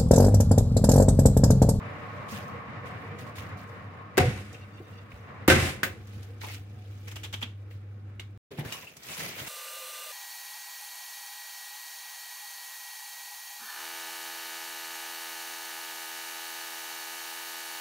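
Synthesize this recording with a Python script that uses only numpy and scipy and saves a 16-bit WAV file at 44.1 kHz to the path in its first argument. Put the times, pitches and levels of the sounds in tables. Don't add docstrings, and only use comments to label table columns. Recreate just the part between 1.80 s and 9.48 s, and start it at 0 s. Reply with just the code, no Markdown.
import sys
import numpy as np
from scipy import signal
from scipy.io import wavfile
from scipy.ndimage import uniform_filter1d

SR = 44100
rng = np.random.default_rng(int(sys.argv[2]) if len(sys.argv) > 2 else 0)


def undo_db(level):
    steps = np.asarray(level, float) / 20
    return 10 ** steps


def pcm_store(signal):
    levels = np.round(np.clip(np.atleast_2d(signal), -1, 1) * 32767)
    wavfile.write(sys.argv[1], SR, levels.astype(np.int16).T)


N = 338757

SILENCE_S = (6.5756, 6.706)


def in_time(rows):
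    s, *columns = np.transpose(rows)
    return [np.interp(np.arange(N) / SR, s, c) for c in columns]


def at_hz(points, hz, axis=1):
    points = np.array(points)
    return np.interp(np.log(hz), np.log(np.maximum(points[:, 0], 1)), points[:, axis])


def rms_one(x):
    return x / np.sqrt(np.mean(x ** 2) + 1e-20)


def drift(rate):
    r = np.exp(-80 * np.pi * rate / SR)
    white = rng.standard_normal(N // 40 + 2002)
    slow = signal.lfilter([1], [1, -2 * r, r * r], white)[2000:]
    return np.interp(np.arange(N) / 40, np.arange(len(slow)), rms_one(slow))


def ring(push, hz, t60):
    r, w = undo_db(-60 / (t60 * SR)), 2 * np.pi * hz / SR
    return signal.lfilter([0, np.sin(w)], [1, -2 * r * np.cos(w), r * r], push + 1e-18)


def dying(impulses, t60):
    return signal.lfilter([1], [1, -undo_db(-60 / (t60 * SR))], impulses + 1e-18)


def pair(mid, side, hz):
    # frequency in Hz, side over mid in dB.
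    width = [(40, -22.5), (100, -21.5), (200, -7), (400, -11.5), (800, -1), (1500, -1), (4000, 1.53),
             (15000, -1.2)]
    # frequency in Hz, left over right in dB.
    tilt = [(60, -1.5), (150, 0.5), (380, 0.0), (950, 0), (2380, 0.5), (5980, -4.5), (15000, 10.5)]
    share = undo_db(at_hz(width, hz))
    ports = (mid + share * side * [[1], [-1]]) * np.sqrt(2 / (1 + share ** 2))
    return ports * undo_db(at_hz(tilt, hz) / 2 * np.array([[1], [-1]]))


def banded(white, gain_at):
    edges = np.geomspace(28, 16400, 23)
    out = 0
    for k, hz in enumerate(np.sqrt(edges[1:] * edges[:-1])):
        band = signal.butter(2, edges[k:k + 2], "band", fs=SR, output="sos")
        mid, side = signal.sosfilt(band, white[k % 2])
        out = out + gain_at(hz) * pair(mid, side, hz)
    return out


def swells(rows):
    t = np.arange(0, N + 40, 40) / SR
    total = 0
    for s, db, swell_ms, hold_ms, fade_ms in rows:
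        rising = (s - t) * 1000 / swell_ms
        fading = np.maximum((t - s) * 1000 - hold_ms, 0) / fade_ms
        total = total + undo_db(db - 60 * np.where(t < s, rising, fading))
    return np.interp(np.arange(N) / SR, t, total)


def fan():
    # time in seconds, roar in dB, door shut 0-1.
    course = [(0, -44, 0.05), (1.1, -47, 0), (1.6, -44.5, 0.3), (2.1, -50, 0.12), (2.37, -51, 0.17),
              (2.7, -48.5, 0.51), (3.3, -51.5, 0.33), (3.55, -50.5, 0.09), (3.7, -49, 0.4),
              (4.2, -47.5, 0.81), (4.6, -49.5, 0.85), (5.5, -50.5, 0.93), (6.57, -53, 0.85)]
    # frequency in Hz, level in dB per Hz.
    open_roar = [(18, -69), (30, -42.5), (64, -38.5), (77, -12), (98, 2), (174, -3.5), (258, -11),
                 (402, -27.5), (483, -5), (662, -18.5), (1090, -13), (1310, -14.5), (1840, -13),
                 (5120, -46), (15800, -77.5)]
    # frequency in Hz, level in dB per Hz.
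    shut_roar = [(18, -54), (30, -27.5), (43, -22), (69, -5), (103, -0.5), (127, -15.5), (156, -21.5),
                 (372, -14.5), (483, -40.5), (981, -35.5), (1450, -28), (8200, -61), (15800, -67.5)]
    # frequency in Hz, width in Hz, level in dB, change when shut in dB.
    cavity = [(207, 50, -11, -0.5), (302.3, 35, -18, 1), (475.4, 72, -8, -7), (586.5, 61, -10.5, -15),
              (741, 81, -10, -12.5), (1096, 120, -2, -26.5), (1249, 92, -9, -21), (1785, 100, -16, -17.5),
              (839, 12, -18, -11.5), (1990, 54, -29.5, -12), (2340, 110, -16, -11)]
    hum_hz, hum_turns = 99.97, -.165
    hum_db, hum_shut_db = -52, 12

    roar_db, shut = in_time(course)
    gusts = drift(9)

    def colour(hz):
        door_db = (1 - shut) * at_hz(open_roar, hz) + shut * at_hz(shut_roar, hz)
        return undo_db(door_db + 1.7 * gusts + 0.51 * drift(23))

    roar = undo_db(24.5) * banded(rng.standard_normal((2, 2, N)), colour)
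    for hz, width_hz, level_db, shut_db in cavity:
        mode = rms_one(ring(rng.standard_normal((2, N)), hz, 4.1 / width_hz))
        roar += undo_db(level_db + shut_db * shut + 2.2 * drift(7.2)) * pair(*mode, hz)
    hum = np.sin(2 * np.pi * (hum_hz * np.arange(N) / SR + hum_turns))
    hum_level = undo_db(hum_db + hum_shut_db * shut + 3.5 + 0.39 * drift(3.2))
    return undo_db(roar_db) * roar + hum_level * hum


def cloth():
    # start in seconds, level in dB, hold in ms, fade in ms per 60 dB.
    grips = [(0.489, -50, 84, 348), (0.678, -72, 10, 300), (1.06, -58.5, 12, 193), (1.389, -56.5, 26, 218),
             (1.468, -62, 15, 149), (1.56, -51.5, 50, 203), (1.775, -61, 27, 251), (1.875, -70, 36, 900),
             (2.728, -66, 18, 294), (2.795, -87, 15, 251), (3.306, -70, 20, 897), (4.334, -66, 18, 400),
             (4.426, -69, 7.3, 409), (4.614, -50, 136, 212), (5.28, -54.5, 11, 150), (5.356, -57, 10, 300),
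             (5.91, -65, 7.4, 240)]
    # peak in seconds, level in dB, swell and fade in ms per 60 dB.
    sways = [
        (0.43, -69.5, 3500, 1208),
        (1.24, -69, 800, 550),
        (1.7, -72, 500, 400),
        (3.134, -68.5, 1400, 900),
        (4.3, -66.5, 900, 1400),
        (5.26, -65, 2200, 300),
        (5.43, -71, 300, 1403),
    ]
    # time in seconds, rub in dB, slide 0-1, fold resonance in Hz.
    worktop = [
        [(6.706, -69, 0, 2420), (6.716, -53, 0.2, 2430), (6.77, -60.5, 0.3, 2040), (6.794, -44.5, 0.34, 1990),
         (6.836, -56, 0, 1900), (6.854, -48.5, .3, 1894), (6.936, -47.5, 0.82, 2730), (7.028, -54, 0.75, 2505),
         (7.16, -62, 0.49, 2460)],
        [(7.275, -51, 0.93, 2057), (7.301, -45, 0.79, 2450), (7.365, -45.5, 1.15, 2360),
         (7.403, -41, 0.76, 2314), (7.471, -42.5, 0.78, 2113), (7.547, -49.5, 0.68, 2086),
         (7.599, -43, 0.9, 2000), (7.661, -46, 0.68, 2150), (7.68, -39.5, 1.06, 2210)],
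    ]
    # frequency in Hz, level in dB per Hz.
    far_colour = [(300, -24.5), (1000, -10), (2500, 5), (6000, -4.5), (10000, -10), (13000, -12),
                  (15800, -10.5)]
    # frequency in Hz, level in dB per Hz.
    near_colour = [(40, -18.5), (80, 12), (140, 15), (300, 10), (600, 10), (1100, 7), (2500, 10),
                   (4000, 5.5), (6000, 8), (10000, 4), (15000, 4)]
    catch_ms = 25
    still_db = -78.5
    press_body_db, slide_body_db = 15.5, -5
    press_bright_db, slide_bright_db = -13, -4

    unevenness = 4.94 * np.minimum(rng.exponential(1, N), 4) + 0.87 * drift(40)
    grains = rng.standard_normal((2, 2, N)) * undo_db(unevenness)
    rustles = [(s, db, catch_ms, hold, fade) for s, db, hold, fade in grips]
    rustles += [(s, db, swell, 0, fade) for s, db, swell, fade in sways]
    glove_db = 20 * np.log10(swells(rustles) + undo_db(still_db))
    near = np.arange(N) > SILENCE_S[1] * SR
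    mid_db, slide, fold_hz = in_time(worktop[0] + worktop[1])
    body_db = mid_db + (1 - slide) * press_body_db + slide * slide_body_db
    bright_db = mid_db + (1 - slide) * press_bright_db + slide * slide_bright_db

    def gain(hz):
        low = np.interp(np.log(hz), np.log([500, 1200]), [1, 0])
        high = np.interp(np.log(hz), np.log([3500, 6000]), [0, 1])
        close_db = low * body_db + high * bright_db + (1 - low - high) * mid_db + at_hz(near_colour, hz)
        far_db = glove_db + 6.0 + at_hz(far_colour, hz)
        return undo_db(np.where(near, close_db, far_db) + 2.1 * drift(39))

    slow = rms_one(signal.sosfilt(signal.butter(2, 260, fs=SR, output="sos"), grains[0]))
    carrier = np.cos(2 * np.pi * np.cumsum(fold_hz) / SR)
    fold = slow * carrier * undo_db(mid_db - 1 + 2.0 * drift(7.2)) * near
    return banded(rms_one(grains), gain) + fold


def clicks():
    # start in seconds, peak in dB, ring in Hz, brightness in dB.
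    small_parts = [(0.4893, -46, 2320, -23), (0.68, -41, 2040, -10), (1.5828, -33, 2340, -14),
                   (1.8226, -53, 2190, -16), (2.728, -42, 7540, -9), (2.745, -33, 2700, -17),
                   (3.3166, -36, 2340, -22), (4.271, -55, 2800, 4), (4.3313, -51, 2100, -6),
                   (4.428, -44.5, 3700, -2), (4.615, -31, 2150, -24), (4.6426, -29.5, 3320, -13),
                   (4.6844, -34, 2210, -13), (5.91, -42, 2230, -27), (6.3966, -29, 3580, -12),
                   (6.9225, -27, 3020, -2), (7.167, -52.5, 2150, 13), (7.2325, -39.5, 7000, -3),
                   (7.044, -52, 6000, 4), (7.0803, -44, 2600, -15), (7.266, -35, 2100, -9),
                   (7.3927, -32.5, 2300, 1.5), (7.425, -41, 3000, 3), (7.49, -42, 3010, 6),
                   (7.57, -52, 3000, -1), (7.592, -46, 3000, 5), (7.666, -45, 3000, 1),
                   (4.72, -42, 2500, -12), (4.75, -48, 2500, -12)]
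    # start in seconds, peak in dB, ring in Hz, brightness in dB, rise in ms.
    teeth = [(5.272, -34, 2400, -10, 6), (5.281, -32, 2600, -9, 2.5), (5.313, -36, 3400, -5, 1.5),
             (5.318, -37, 2190, -6, 1), (5.357, -35, 3400, -1, 2), (5.3635, -29, 3000, -12, 1),
             (5.432, -32, 3000, -7, 2), (5.436, -28, 3330, -10, 1.2), (5.443, -27.5, 3430, -11, 1.1),
             (5.449, -28, 3400, -15, 1), (5.5268, -28.5, 3460, -8, 1.5), (5.532, -27, 3450, -12, 1.1),
             (5.5382, -22, 3320, -15, 0.48), (5.54, -25.5, 3300, -15, 0.45), (5.608, -48, 3000, 5, 3),
             (5.614, -24, 2620, -16, 3.7), (5.625, -23, 3030, -16, 0.23), (5.628, -20.5, 3330, -19.5, .6),
             (5.632, -27, 3300, -22, .6)]
    # frequency in Hz, level in dB.
    overtones = [(6000, 0.5), (8500, -15.5), (12500, -7.0)]
    click_t60_s, click_rise_ms, tooth_t60_s = 0.24, 1, 0.25

    out, t = np.zeros((2, N)), np.arange(int(.3 * SR)) / SR
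    rows = [(*click, click_t60_s, click_rise_ms) for click in small_parts]
    rows += [(*tooth, tooth_t60_s, rise_ms) for *tooth, rise_ms in teeth]
    noises = rng.standard_normal((len(rows), 2, len(t)))
    high_pass = signal.butter(2, 1300, "high", fs=SR, output="sos")
    for (s, peak_db, hz, bright_db, t60, rise_ms), noise in zip(rows, noises):
        onset = 1 - np.exp(-1000 * t / max(rise_ms, .1))
        decay = undo_db(-60 * t / 0.038) + undo_db(-12.5 - 60 * t / t60)
        scratch = noise * onset * decay
        body = undo_db(-8.5) * ring(scratch, hz, 8.3 / hz)
        shine = sum(undo_db(db) * ring(scratch, over_hz, 0.00063) for over_hz, db in overtones)
        broad = signal.sosfilt(high_pass, scratch)
        click = body + undo_db(bright_db) * shine + undo_db(-18) * broad
        i = int(s * SR)
        out[:, i:i + len(t)] += undo_db(peak_db - 6.5) * click[:, :N - i]
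    return out


def thuds():
    # start in seconds, level in dB, pitch in Hz, t60 in seconds, scuff 0-1.
    oven_knocks = [(.52, -34.5, 210, 0.12, 0.6), (2.378, -8, 385, 0.07, 0.1), (2.401, -19, 380, 0.1, 0.14),
                   (2.452, -18, 114, 0.23, 0.2), (2.477, -13.5, 118, 0.059, 0.43),
                   (2.43, -25, 490, 0.19, .3), (2.403, -13, 736, 0.075, 0.32), (2.56, -31, 120, 0.11, 0.17),
                   (3.752, -19.5, 130, .15, .1), (3.8255, -13, 116, .14, 0.08), (3.7, -14, 360, 0.18, 0.26),
                   (3.704, -12.5, 2070, .03, .3), (3.708, -14.5, 2800, 0.021, .3),
                   (3.727, -17, 2100, .03, .3), (3.776, -20, 2000, 0.028, 0.4),
                   (2.398, -15, 125, 0.078, 0.3), (2.38, -13.5, 1600, 0.048, 0.06),
                   (2.999, -36, 360, 0.026, 0.83), (3.33, -36.5, 70, 0.18, 0.2),
                   (3.6825, -1, 312, 0.04, 0.04), (3.683, -20, 270, 0.27, 0.4),
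                   (3.701, -11, 1547, 0.068, 0.5), (4.032, -13, 15000, 0.0015, 0.53),
                   (4.032, -11, 1560, 0.023, 0.33), (4.634, -26, 900, 0.0085, 0.9),
                   (4.665, -29, 640, 0.0045, 0.9), (4.7, -38, 800, 0.0098, 0.8),
                   (4.68, -38, 2160, 0.07, 0.6), (5.4429, -36, 3200, .03, 0.1),
                   (5.5382, -29, 3150, .03, 0.2), (5.625, -26, 3000, .012, 0),
                   (5.6285, -27, 3250, .035, 0.1), (5.62, -40.5, 231, 0.16, 0.34),
                   (6.3956, -28.5, 2850, 0.018, 0.14), (6.3969, -24, 2180, 0.016, 0.15)]
    # start in seconds, level in dB, pitch in Hz, t60 in seconds, scuff 0-1.
    top_knocks = [(6.716, -37, 400, 0.092, 0.67), (6.787, -22.5, 146, 0.13, 0.11),
                  (6.786, -31, 800, 0.025, 0.42), (6.854, -28.5, 106, 0.14, 0.15),
                  (6.921, -32, 3800, 0.049, 0.25), (6.922, -33, 2900, 0.1, 0.46),
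                  (6.848, -34, 1700, 0.023, 0.7), (7.4, -34, 2000, 0.015, .8),
                  (6.947, -29.5, 1100, 0.022, 0.4), (7.029, -42, 996, 0.069, 0.14),
                  (7.02, -39, 2600, 0.017, 0.8), (7.07, -32.5, 2700, 0.016, 0.64),
                  (7.4, -45, 170, 0.17, 0.9), (7.61, -38, 140, 0.23, 0.45)]

    out, t = np.zeros((2, N)), np.arange(SR // 3) / SR
    knocks = oven_knocks + top_knocks
    noises = rng.standard_normal((len(knocks), 2, len(t)))
    for (s, level_db, hz, t60, scuff), noise in zip(knocks, noises):
        i, scuff = int(s * SR), np.clip(scuff, 0, 1)
        blow = (1 - scuff) * (t == 0) * [[1], [0]]
        push = blow + scuff * 0.1 * noise * undo_db(-60 * t / 0.16)
        out[:, i:i + len(t)] += pair(*ring(undo_db(level_db - 3.5) * push, hz, t60), hz)[:, :N - i]
    return out


def door():
    # time in seconds, then peak, boom, clang and hiss in dB.
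    blows = [
        (2.372, -15.5, -28, -10, -22.5),
        (2.378, -13.5, -30, -0.5, -13.5),
        (2.405, -28, -12, -12, -19),
        (3.678, -11.5, -14.5, -7, -12),
        (3.681, -10.5, -16.5, -3.5, -17.5),
        (3.7, -10.5, -11.5, 1, -18),
        (4.031, -37, -22, 15, -21),
    ]
    # frequency in Hz, level in dB, t60 in seconds.
    modes = [(86.2, -8.5, 0.28), (98.4, -7.5, 0.4), (125, -10.5, 0.18), (185.6, -17.5, 0.49),
             (202, -20.5, 0.65), (270, -18, 0.14), (361, -11.5, 0.086), (412, -17, 0.096),
             (492.5, -18.5, 0.13), (530, -12, 0.12), (745, -14, 0.17), (825, -21, 0.036), (1046, -21, 0.17),
             (1230, -21, 0.033), (1440, -21, 0.046), (1500, -21, 0.044), (1700, -15, 0.091),
             (1863, -16, 0.051), (2040, -16.5, 0.041), (2073, -10, 0.023), (2300, -13, 0.031),
             (2420, -24.5, 0.076), (2674, -12.5, 0.067), (3020, -19.5, .06), (3830, -24.5, 0.034)]
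    # start in seconds, level in dB, tilt in dB per octave, hold in seconds, t60 in seconds.
    shake_rows = [
        (2.382, -18.5, -0.5, 0.0029, 0.06),
        (2.397, -27, -0.5, 0.0033, 0.45),
        (2.456, -56, 2, 0.14, 1),
        (3.684, -25, 2, 0.01, 0.28),
        (3.707, -26, -1, 0.044, 0.62),
        (3.757, -49.5, 3, 0.14, 0.22),
        (3.799, -55, 5, 0.095, 0.18),
        (3.702, -33.5, 2.5, 0.01, .1),
        (4.032, -30, 2.5, 0.0023, 0.074),
        (4.041, -40, 0.5, 0.021, 0.3),
    ]
    # frequency in Hz, level in dB.
    shake_colour = [(150, 3.5), (500, -0.5), (2200, 1), (8000, -12.5)]
    # frequency in Hz, level in dB per Hz.
    rattle = [(40, -38), (70, -26.5), (120, 5), (250, 12.5), (300, 12.5), (1100, 3), (1300, 6.5),
              (3500, 4.5), (5000, 2), (9000, 4.5), (15000, -12.5)]

    span = slice(int(2.3 * SR), int(4.9 * SR))
    size = span.stop - span.start
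    s, peak_db, boom_db, clang_db, hiss_db = np.transpose(blows)
    at = (s * SR).astype(int) - span.start
    start_s, shake_db, octave_db, hold_s, t60_s = np.transpose(shake_rows)[:, :, None]
    since = np.arange(span.start, span.stop) / SR - start_s
    fall_db = 60 * np.maximum(since - hold_s, 0) / t60_s
    shakes = (since > 0) * undo_db(shake_db - fall_db + 0.65 * drift(70)[span])
    regions = np.log([150, 500, 2200, 8000])

    def strikes(hz, scatter_db):
        train = np.zeros(size)
        colours = zip(boom_db, clang_db, hiss_db)
        tilt_db = [np.interp(np.log(hz), regions, [b, 0, c, h]) for b, c, h in colours]
        train[at] = undo_db(peak_db + tilt_db + scatter_db * rng.standard_normal(len(at)))
        return train

    def shaking(hz):
        octaves = np.log2(np.clip(hz, 150, 13000) / 500)
        return undo_db(at_hz(shake_colour, hz) + octave_db[:, 0] * octaves) @ shakes

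    def crack(hz):
        scrunch = undo_db(2) * dying(strikes(hz, 1.6), 0.032) * (hz > 200)
        return scrunch + undo_db(at_hz(rattle, hz)) * shaking(hz)

    ringing = 0
    for hz, level_db, t60 in modes:
        push = undo_db(1.5) * dying(strikes(hz, 1.6), 0.011) / (0.0074 * SR / 7) ** .5
        push = push + undo_db(13.0) * shaking(hz) / (t60 * SR) ** .5
        mode = ring(push * rng.standard_normal((2, size)), hz, t60)
        ringing = ringing + undo_db(level_db) * pair(*mode, hz)
    whole = np.zeros((2, N))
    whole[:, span] = ringing + banded(rng.standard_normal((2, 2, size)), crack)
    return whole


def hinge():
    # frequency in Hz, level in dB.
    spring = [(2000, -65), (2750, -58.5), (3670, -63.5), (4470, -70), (5550, -77), (5950, -75), (7880, -81)]
    # centre in seconds, half length in seconds, level in dB, tilt in dB per octave,
    # pitch glide as a share.
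    slips = [
        (2.68, .025, -4, 3, 0),
        (2.75, .025, 3, 4, 0),
        (2.81, .04, -1, 1, -.01),
        (2.95, .04, -5, 2, .01),
        (2.99, .02, -2, -10, .1),
        (3.07, .03, -5, 2, 0),
        (3.18, .05, 0, -5, -.06),
        (3.395, .012, -14, 7, 0),
    ]

    out, broken = np.zeros((2, N)), undo_db(3.5 * drift(30))
    scatter = rng.standard_normal((len(slips), 2, len(spring)))
    for (s, half_s, slip_db, octave_db, glide), uneven in zip(slips, scatter):
        bell = np.hanning(int(3 * half_s * SR))
        i = int(s * SR) - len(bell) // 2
        noise = rng.standard_normal((2, SR // 2))[:, :len(bell)]
        bend = np.cumsum(1 + glide * np.linspace(-.5, .5, len(bell))) / SR
        for (hz, level_db), detune, strength in zip(spring, *uneven):
            flutter = rms_one(uniform_filter1d(noise * np.cos(2 * np.pi * hz * bend), size=520))
            whistle = 1.4 * flutter * np.sin(2 * np.pi * hz * (1 + .012 * detune) * bend)
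            whistle_db = slip_db + level_db + 1.5 * strength + octave_db * np.log2(hz / 2750)
            out[:, i:i + len(bell)] += undo_db(whistle_db) * bell * whistle
    return out * broken


def scene():
    oven_air = fan() * (np.arange(N) < SILENCE_S[0] * SR)
    return oven_air + cloth() + clicks() + thuds() + door() + hinge()


def roll_off(x):
    return signal.sosfilt(signal.butter(12, 16650, fs=SR, output="sos"), x)


def record(dry):
    x = signal.sosfilt(signal.butter(3, 50, "high", fs=SR, output="sos"), dry)
    t = np.arange(N) / SR
    x = 0.83 * np.tanh(x / 0.95) * ((t < SILENCE_S[0]) | (t > SILENCE_S[1]))
    x = signal.sosfilt(signal.ellip(10, .5, 60, 15850, fs=SR, output="sos"), x)
    return roll_off(x)


dry = scene()
out = record(dry)
pcm_store(out)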